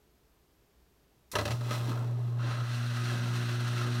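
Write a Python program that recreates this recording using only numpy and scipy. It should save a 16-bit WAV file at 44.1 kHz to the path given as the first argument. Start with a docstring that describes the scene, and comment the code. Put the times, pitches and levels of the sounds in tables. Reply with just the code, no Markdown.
"""A switch clicks in a quiet room and a front-loading washing machine starts its pump.
The rotor knocks a few times, locks to the mains and hums. Water sprays, slurps and gurgles in,
runs quietly for a moment, then the impeller churns air and water in a steady rush that rings the hose.
Click, knocks and water sound through the resonances of the cabinet."""
import sys
import numpy as np
from scipy import signal
from scipy.fft import rfft, irfft
from scipy.io import wavfile

SR = 44100
rng = np.random.default_rng(int(sys.argv[2]) if len(sys.argv) > 2 else 0)


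def to_wav(s):
    """Save 16-bit WAV."""
    ch = np.atleast_2d(s).T  # columns
    pcm = np.round(np.clip(ch, -1, 1) * 32767)  # PCM
    wavfile.write(sys.argv[1], SR, pcm.astype(np.int16))


N = 176400
T = np.arange(N) / SR


def from_db(db):
    """Decibels to gain."""
    return 10 ** (np.asarray(db) / 20)


def unit_rms(x):
    """Scale to unit power."""
    return x / np.sqrt(np.mean(x ** 2) + 1e-20)


def level(curve):
    """Gain along (t/s, level/dB), silent before the first point."""
    t_s, db = np.transpose(curve)
    return from_db(np.interp(T, t_s, db, left=-150))


def drift(rate_hz):
    """Low-passed noise, unit RMS."""
    hz = np.arange(N // 2 + 1) * SR / N
    return unit_rms(irfft(rfft(rng.standard_normal(N)) / (1 + (hz / rate_hz) ** 2), N))


def colour(x, spectrum):
    """Filter by (f/Hz, level/dB), then scale to unit RMS."""
    hz, db = np.transpose(spectrum)
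    bins_hz = np.arange(1, N // 2 + 2) * SR / N
    gain = from_db(np.interp(np.log(bins_hz), np.log(hz), db))
    return unit_rms(irfft(rfft(x) * gain, N))


def grains(per_s, spread_db):
    """Random clicks of uneven size."""
    sizes = from_db(spread_db * np.minimum(rng.exponential(1, N), 5)) * rng.choice([-1, 1], N)
    return sizes * (rng.random(N) < per_s / SR)


def blows(times_s, levels_db, t60_s, attack_s=0.0016):
    """Impact envelope: fast rise, exponential decay, summed in power."""
    power = np.zeros(N)
    for t_s, db in zip(times_s, levels_db):
        age_s = np.maximum(T - t_s, 0)
        power += (np.minimum(age_s / attack_s, 1) * from_db(db - 60 * age_s / t60_s)) ** 2
    return np.sqrt(power)


def swells(rows):
    """Envelope of rounded swells (t/s, length/s, level/dB)."""
    envelope = np.zeros(N)
    for t_s, length_s, db in rows:
        progress = np.clip((T - t_s) / length_s, 0, 1)
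        envelope += from_db(db) * np.sqrt(np.abs(np.sin(np.pi * progress)))
    return envelope


def ring(clicks, hz, t60_s):
    """Resonator: a unit click starts a decaying unit sine."""
    r, w = from_db(-60 / (t60_s * SR)), 2 * np.pi * hz / SR
    return signal.lfilter([0, np.sin(w)], [1, -2 * r * np.cos(w), r * r], clicks + 1e-18)


# room noise spectrum: f/Hz, level/dB
ROOM_SPECTRUM = [(20, -15), (38, -13.5), (60, 2.5), (82, -12), (150, -9.5), (240, -16), (420, -11.5),
                 (490, -20), (600, -19.5), (900, -22.5), (2000, -28), (5000, -31), (10500, -36.5),
                 (12500, -31), (15500, -37)]

def room(level_db=-66.5):
    """Faint steady rumble."""
    return from_db(level_db) * colour(rng.standard_normal(N), ROOM_SPECTRUM)


# switch click: t/s, level/dB
CLICKS = [(1.315, -40)]
# click spectrum: f/Hz, level/dB
CLICK_SPECTRUM = [(100, -42), (700, -9), (2000, -6.5), (4000, -0.5), (8000, 1.5), (12000, -2), (16000, -10)]

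def switch():
    """Bright click at power-on."""
    return blows(*np.transpose(CLICKS), t60_s=0.14) * colour(rng.standard_normal(N), CLICK_SPECTRUM)


def rotor_angle(lock_s=1.5, run_up_hz=52.9, mains_hz=59.95):
    """Angle in rad: the rotor lags during run-up, then turns once per mains cycle."""
    turn_hz = np.where(T < lock_s, run_up_hz, mains_hz)
    return 2 * np.pi * np.cumsum(turn_hz) / SR + 0.048 * drift(4.5)


def overtone(angle, order, waver_hz=14, waver_db=1.5, jitter_rad=0.25):
    """One multiple of the turning rate, unsteady in level and phase."""
    phase = order * angle + rng.uniform(0, 2 * np.pi) + jitter_rad * drift(waver_hz)
    return from_db(waver_db * drift(waver_hz)) * np.sin(phase)


# hum, rotor order 2: t/s, level/dB
HUM_LEVELS = [(1.33, -57), (1.37, -36.5), (1.47, -38.5), (1.542, -29), (1.568, -36.5), (1.6, -33),
              (2.47, -30.7), (2.56, -33.5), (2.62, -30), (2.665, -36), (2.7, -32), (4.0, -31)]
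# rotor overtones: t/s, level/dB of order 3, of order 4, of order 6
ORDER_LEVELS = [(1.5, -62.5, -57.5, -59), (2.65, -63, -57, -63), (2.8, -59, -48, -62),
                (2.96, -60, -47, -63), (3.04, -56, -49, -49.5), (3.13, -51.5, -49, -52),
                (3.42, -48.5, -45.5, -49.5), (3.55, -57, -48.5, -49), (3.77, -49.5, -49, -51),
                (3.86, -64, -43.5, -45.5), (4.0, -51, -43, -52.5)]

def motor(angle, waver_db=0.45, shudder_hz=79.3, fifth_re_sixth_db=-7.5):
    """Hum, with rough overtones under load; the pump shudders on its mounts until the rotor settles."""
    hum = level(HUM_LEVELS) * from_db(waver_db * drift(33)) * np.sin(2 * angle)
    shudder = swells([(1.33, 0.235, -43.5)]) * np.sin(2 * np.pi * shudder_hz * T)
    t_s, *orders_db = np.transpose(ORDER_LEVELS)
    third, fourth, sixth = (level(np.column_stack([t_s, db])) for db in orders_db)
    gains = {3: third, 4: fourth, 5: from_db(fifth_re_sixth_db) * sixth, 6: sixth}
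    buzz = sum(gain * overtone(angle, order) for order, gain in gains.items())
    return np.sqrt(2) * (hum + shudder + buzz)


# spray envelope: t/s, level/dB
SPRAY_LEVELS = [(1.33, -59), (1.53, -53.5), (1.58, -58), (1.65, -52), (1.70, -48.5), (1.712, -46.5),
                (1.745, -41.5), (1.8, -49), (1.85, -51), (1.9, -48), (1.96, -53.5), (2.13, -62.5),
                (2.4, -62.5), (4.0, -96)]
# spray spectrum: f/Hz, level/dB
SPRAY_SPECTRUM = [(100, -11), (600, -2), (1300, 5.5), (2000, 0), (2750, -0.5), (3400, 2), (4100, -3),
                  (5000, -4), (6500, -7), (8000, -7.5), (10500, -12.5), (13000, -12), (16000, -19)]

def spray():
    """Bright splatter: the impeller flings the first water about while the pump primes."""
    drops = unit_rms(grains(per_s=3400, spread_db=2.5)) + 0.59 * rng.standard_normal(N)
    return level(SPRAY_LEVELS) * colour(drops, SPRAY_SPECTRUM)


def bubbles(sizes=28, t60_cycles=16.7, turbulence_db=4):
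    """Bubbles of many sizes ring briefly in turbulent noise."""
    births = grains(per_s=2500, spread_db=1.5)
    size_index = rng.integers(0, sizes, N)
    ringing = np.zeros(N)
    for k, hz in enumerate(np.geomspace(150, 2200, sizes)):
        ringing += hz * ring(births * (size_index == k), hz, t60_cycles / hz)
    return unit_rms(ringing) + from_db(turbulence_db) * rng.standard_normal(N)


# gurgle envelope: t/s, level/dB
GURGLE_LEVELS = [(1.33, -52), (1.4, -45.5), (1.54, -41.5), (1.59, -56), (1.72, -43), (1.84, -46.5),
                 (1.93, -43.5), (2.06, -46.5), (2.14, -52), (2.38, -52), (2.47, -47), (2.75, -54.5),
                 (3.05, -52.5), (3.15, -46), (3.25, -50.5), (3.76, -52.5), (3.86, -47), (4.0, -53.5)]
# gurgle spectrum: f/Hz, level/dB
GURGLE_SPECTRUM = [(40, -31), (90, 4.5), (160, 3.5), (260, 0), (400, -0.5), (600, -3.5), (900, -4),
                   (1300, -14), (1800, -17.5), (4000, -41), (16000, -31)]

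def gurgle(flutter_db=1.7):
    """Water bubbles through the pump housing."""
    return level(GURGLE_LEVELS) * from_db(flutter_db * drift(35)) * colour(bubbles(), GURGLE_SPECTRUM)


# rotor knocks: t/s, rattle level/dB, thud level/dB
ROTOR_KNOCKS = [(1.334, -67, -39), (1.353, -29, -26), (1.385, -32, -29.5), (1.410, -40, -38.5),
                (1.453, -33, -35.5), (1.477, -40, -43.5), (1.505, -36, -58), (1.514, -36, -44),
                (1.608, -49, -44.5), (1.707, -37, -35.5)]
# contact rattle spectrum: f/Hz, level/dB
RATTLE_SPECTRUM = [(100, -9), (800, -10), (1600, -9.5), (3000, -4), (5500, -11), (8000, -18),
                   (12000, -20.5), (16000, -33)]
# cabinet thud spectrum: f/Hz, level/dB
THUD_SPECTRUM = [(40, -32), (85, -10), (170, -0.5), (290, -1.5), (400, -1.5), (600, 4), (800, -7),
                 (1250, -2), (1800, -6.5), (4000, -26), (16000, -52)]
# room tail spectrum: f/Hz, level/dB
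TAIL_SPECTRUM = [(100, -16), (600, 13.5), (1300, -7), (3000, 1.5), (6000, -1), (9000, -5), (13000, -10),
                 (16000, -10)]

def knocks(tail_re_rattle_db=-15):
    """The starting rotor knocks: short contact rattle, longer cabinet thud, soft room tail."""
    t_s, rattle_db, thud_db = np.transpose(ROTOR_KNOCKS)
    rattle = colour(grains(per_s=7900, spread_db=1.0), RATTLE_SPECTRUM)
    thud = colour(rng.standard_normal(N), THUD_SPECTRUM)
    tail = colour(rng.standard_normal(N), TAIL_SPECTRUM)
    return (blows(t_s, rattle_db, t60_s=0.067) * rattle
            + blows(t_s, thud_db, t60_s=0.1) * thud
            + blows(t_s, rattle_db + tail_re_rattle_db, t60_s=0.41) * tail)


# pump housing modes: f/Hz, level/dB, t60/s
HOUSING_MODES = [(595, -0.5, 0.12), (964, -1.5, 0.058), (1266, 3, 0.082), (1354, -10, 0.052),
                 (1653, -3.5, 0.038)]

def housing(re_thud_db=-4.5, scatter_db=4, lag_s=0.0055):
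    """Each knock rings the housing modes, each at a strength of its own."""
    t_s, _, thud_db = np.transpose(ROTOR_KNOCKS)
    offsets_db = scatter_db * rng.standard_normal((len(t_s), len(HOUSING_MODES)))
    ringing = np.zeros(N)
    for (hz, mode_db, t60_s), offset_db in zip(HOUSING_MODES, offsets_db.T):
        strikes = np.zeros(N)
        strikes[((t_s + lag_s) * SR).astype(int)] = from_db(thud_db + re_thud_db + mode_db + offset_db)
        ringing += ring(strikes, hz, t60_s)
    return ringing


# sloshes: t/s, length/s, level/dB
SUMP_SLOSHES = [(1.86, 0.063, -44), (2.43, 0.076, -48.5), (3.115, 0.074, -47), (3.83, 0.1, -55.5)]
# slosh spectrum: f/Hz, level/dB
SLOSH_SPECTRUM = [(80, -18), (170, -8), (260, 7), (350, 4.5), (500, -30), (4000, -60)]

def sloshes():
    """Low swells of water in the sump."""
    return swells(SUMP_SLOSHES) * colour(bubbles(), SLOSH_SPECTRUM)


# gulps: t/s, length/s, level/dB
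AIR_GULPS = [(1.915, 0.025, -47.5), (1.97, 0.02, -52), (2.003, 0.03, -53), (2.04, 0.023, -57),
             (2.388, 0.048, -48), (2.465, 0.25, -51), (3.76, 0.15, -51)]
# gulp spectrum: f/Hz, level/dB
GULP_SPECTRUM = [(200, -36), (700, -34), (1050, 0), (1380, 6.5), (1700, -5), (2200, -45), (8000, -45)]

def gulps():
    """Gulps of air ring the hose."""
    return swells(AIR_GULPS) * colour(bubbles(), GULP_SPECTRUM)


# churn envelope: t/s, level/dB
CHURN_LEVELS = [(2.385, -57), (2.41, -53.5), (2.48, -44.5), (2.66, -50.5), (2.75, -46.5), (2.88, -48),
                (2.98, -44), (3.11, -42), (3.23, -46), (3.4, -43.5), (3.53, -45.5), (3.72, -44.5),
                (3.8, -43), (3.9, -46.5), (4.0, -43.5)]
# churn spectrum: f/Hz, level/dB
CHURN_SPECTRUM = [(100, -10), (300, -32), (600, -7.5), (950, -9.5), (1400, 0), (1750, -3), (2200, -8.5),
                  (3200, -6), (4400, -10), (5200, -13.5), (6300, -14), (7500, -18.5), (9500, -18),
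                  (10500, -25), (13000, -23.5), (16000, -35)]

def churn(angle, splash_share=0.18, blade_depth=0.09, flutter_db=1,
          mist_hz=7800, mist_start_db=-12, build_s=0.26):
    """Air and tiny splashes throb with the impeller; fine mist adds treble as the flow builds."""
    air = np.sqrt(1 - splash_share) * rng.standard_normal(N)
    splashes = np.sqrt(splash_share) * unit_rms(grains(per_s=2300, spread_db=1.5))
    rush = colour(air + splashes, CHURN_SPECTRUM)
    mist = signal.sosfiltfilt(signal.butter(1, mist_hz, "high", fs=SR, output="sos"), rush)
    mist_db = mist_start_db * np.clip(1 - (T - CHURN_LEVELS[0][0]) / build_s, 0, 1)
    throb = (1 + blade_depth * np.sin(2 * angle)) * from_db(flutter_db * drift(25))
    return level(CHURN_LEVELS) * throb * (rush - mist + from_db(mist_db) * mist)


# air pocket resonance: t/s, f/Hz
POCKET_PITCH = [(2.55, 1334), (2.75, 1400), (3.12, 1602), (3.25, 1380), (3.4, 1545), (3.8, 1321),
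                (4.0, 1449)]

def hose(width_hz=110, re_churn_db=-8):
    """The rush rings an air pocket in the hose; the pitch wanders, higher as the pocket shrinks."""
    pitch_hz = np.interp(T, *np.transpose(POCKET_PITCH))
    phase = 2 * np.pi * np.cumsum(pitch_hz) / SR
    ringing = drift(width_hz) * np.cos(phase) + drift(width_hz) * np.sin(phase)
    return from_db(re_churn_db) * level(CHURN_LEVELS) * unit_rms(ringing)


# cabinet resonances and dips: f/Hz, width/Hz, level/dB
CABINET_BANDS = [(224, 28, 3), (452, 54, 3.5), (499, 37, -8), (595, 57, 6.5), (752, 13, 7.5),
                 (833, 12, -8.5), (1056, 64, 5.5), (1255, 65, 7.5), (1319, 50, 3.5), (1626, 79, 5),
                 (1997, 91, 5.5), (2280, 160, -1.5), (2557, 37, 9), (2737, 94, 6.5), (4077, 380, 7),
                 (5710, 370, 5)]

def cabinet(x):
    """Panel and cavity resonances as peaking filters in series."""
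    for hz, width_hz, db in CABINET_BANDS:
        a = from_db(db / 2)
        alpha = np.pi * width_hz / SR
        c = -2 * np.cos(2 * np.pi * hz / SR)
        x = signal.lfilter([1 + alpha * a, c, 1 - alpha * a], [1 + alpha / a, c, 1 - alpha / a], x + 1e-18)
    return x


# reflections: delay/s, level/dB
REFLECTIONS = [(.0031, -20.5), (.0057, -19), (.0093, -20.5)]

def echoes(x, above_hz=3400):
    """Drum, floor and near walls throw the treble back."""
    treble = signal.sosfilt(signal.butter(2, above_hz, "high", fs=SR, output="sos"), x)
    return x + sum(from_db(db) * np.pad(treble, (int(delay_s * SR), 0))[:N] for delay_s, db in REFLECTIONS)


def scene():
    """The machine over the room rumble, mono."""
    angle = rotor_angle()
    rumble = room()
    inside = switch() + knocks() + spray() + churn(angle) + gurgle() + gulps() + sloshes()
    machine = cabinet(inside) + housing() + hose()
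    return (echoes(machine) + motor(angle) + rumble)[None]


def record(dry):
    """Steep low-pass."""
    cutoff_hz = 15850
    return signal.sosfilt(signal.ellip(12, .1, 90, cutoff_hz, fs=SR, output="sos"), dry)


dry = scene()
out = record(dry)
to_wav(out)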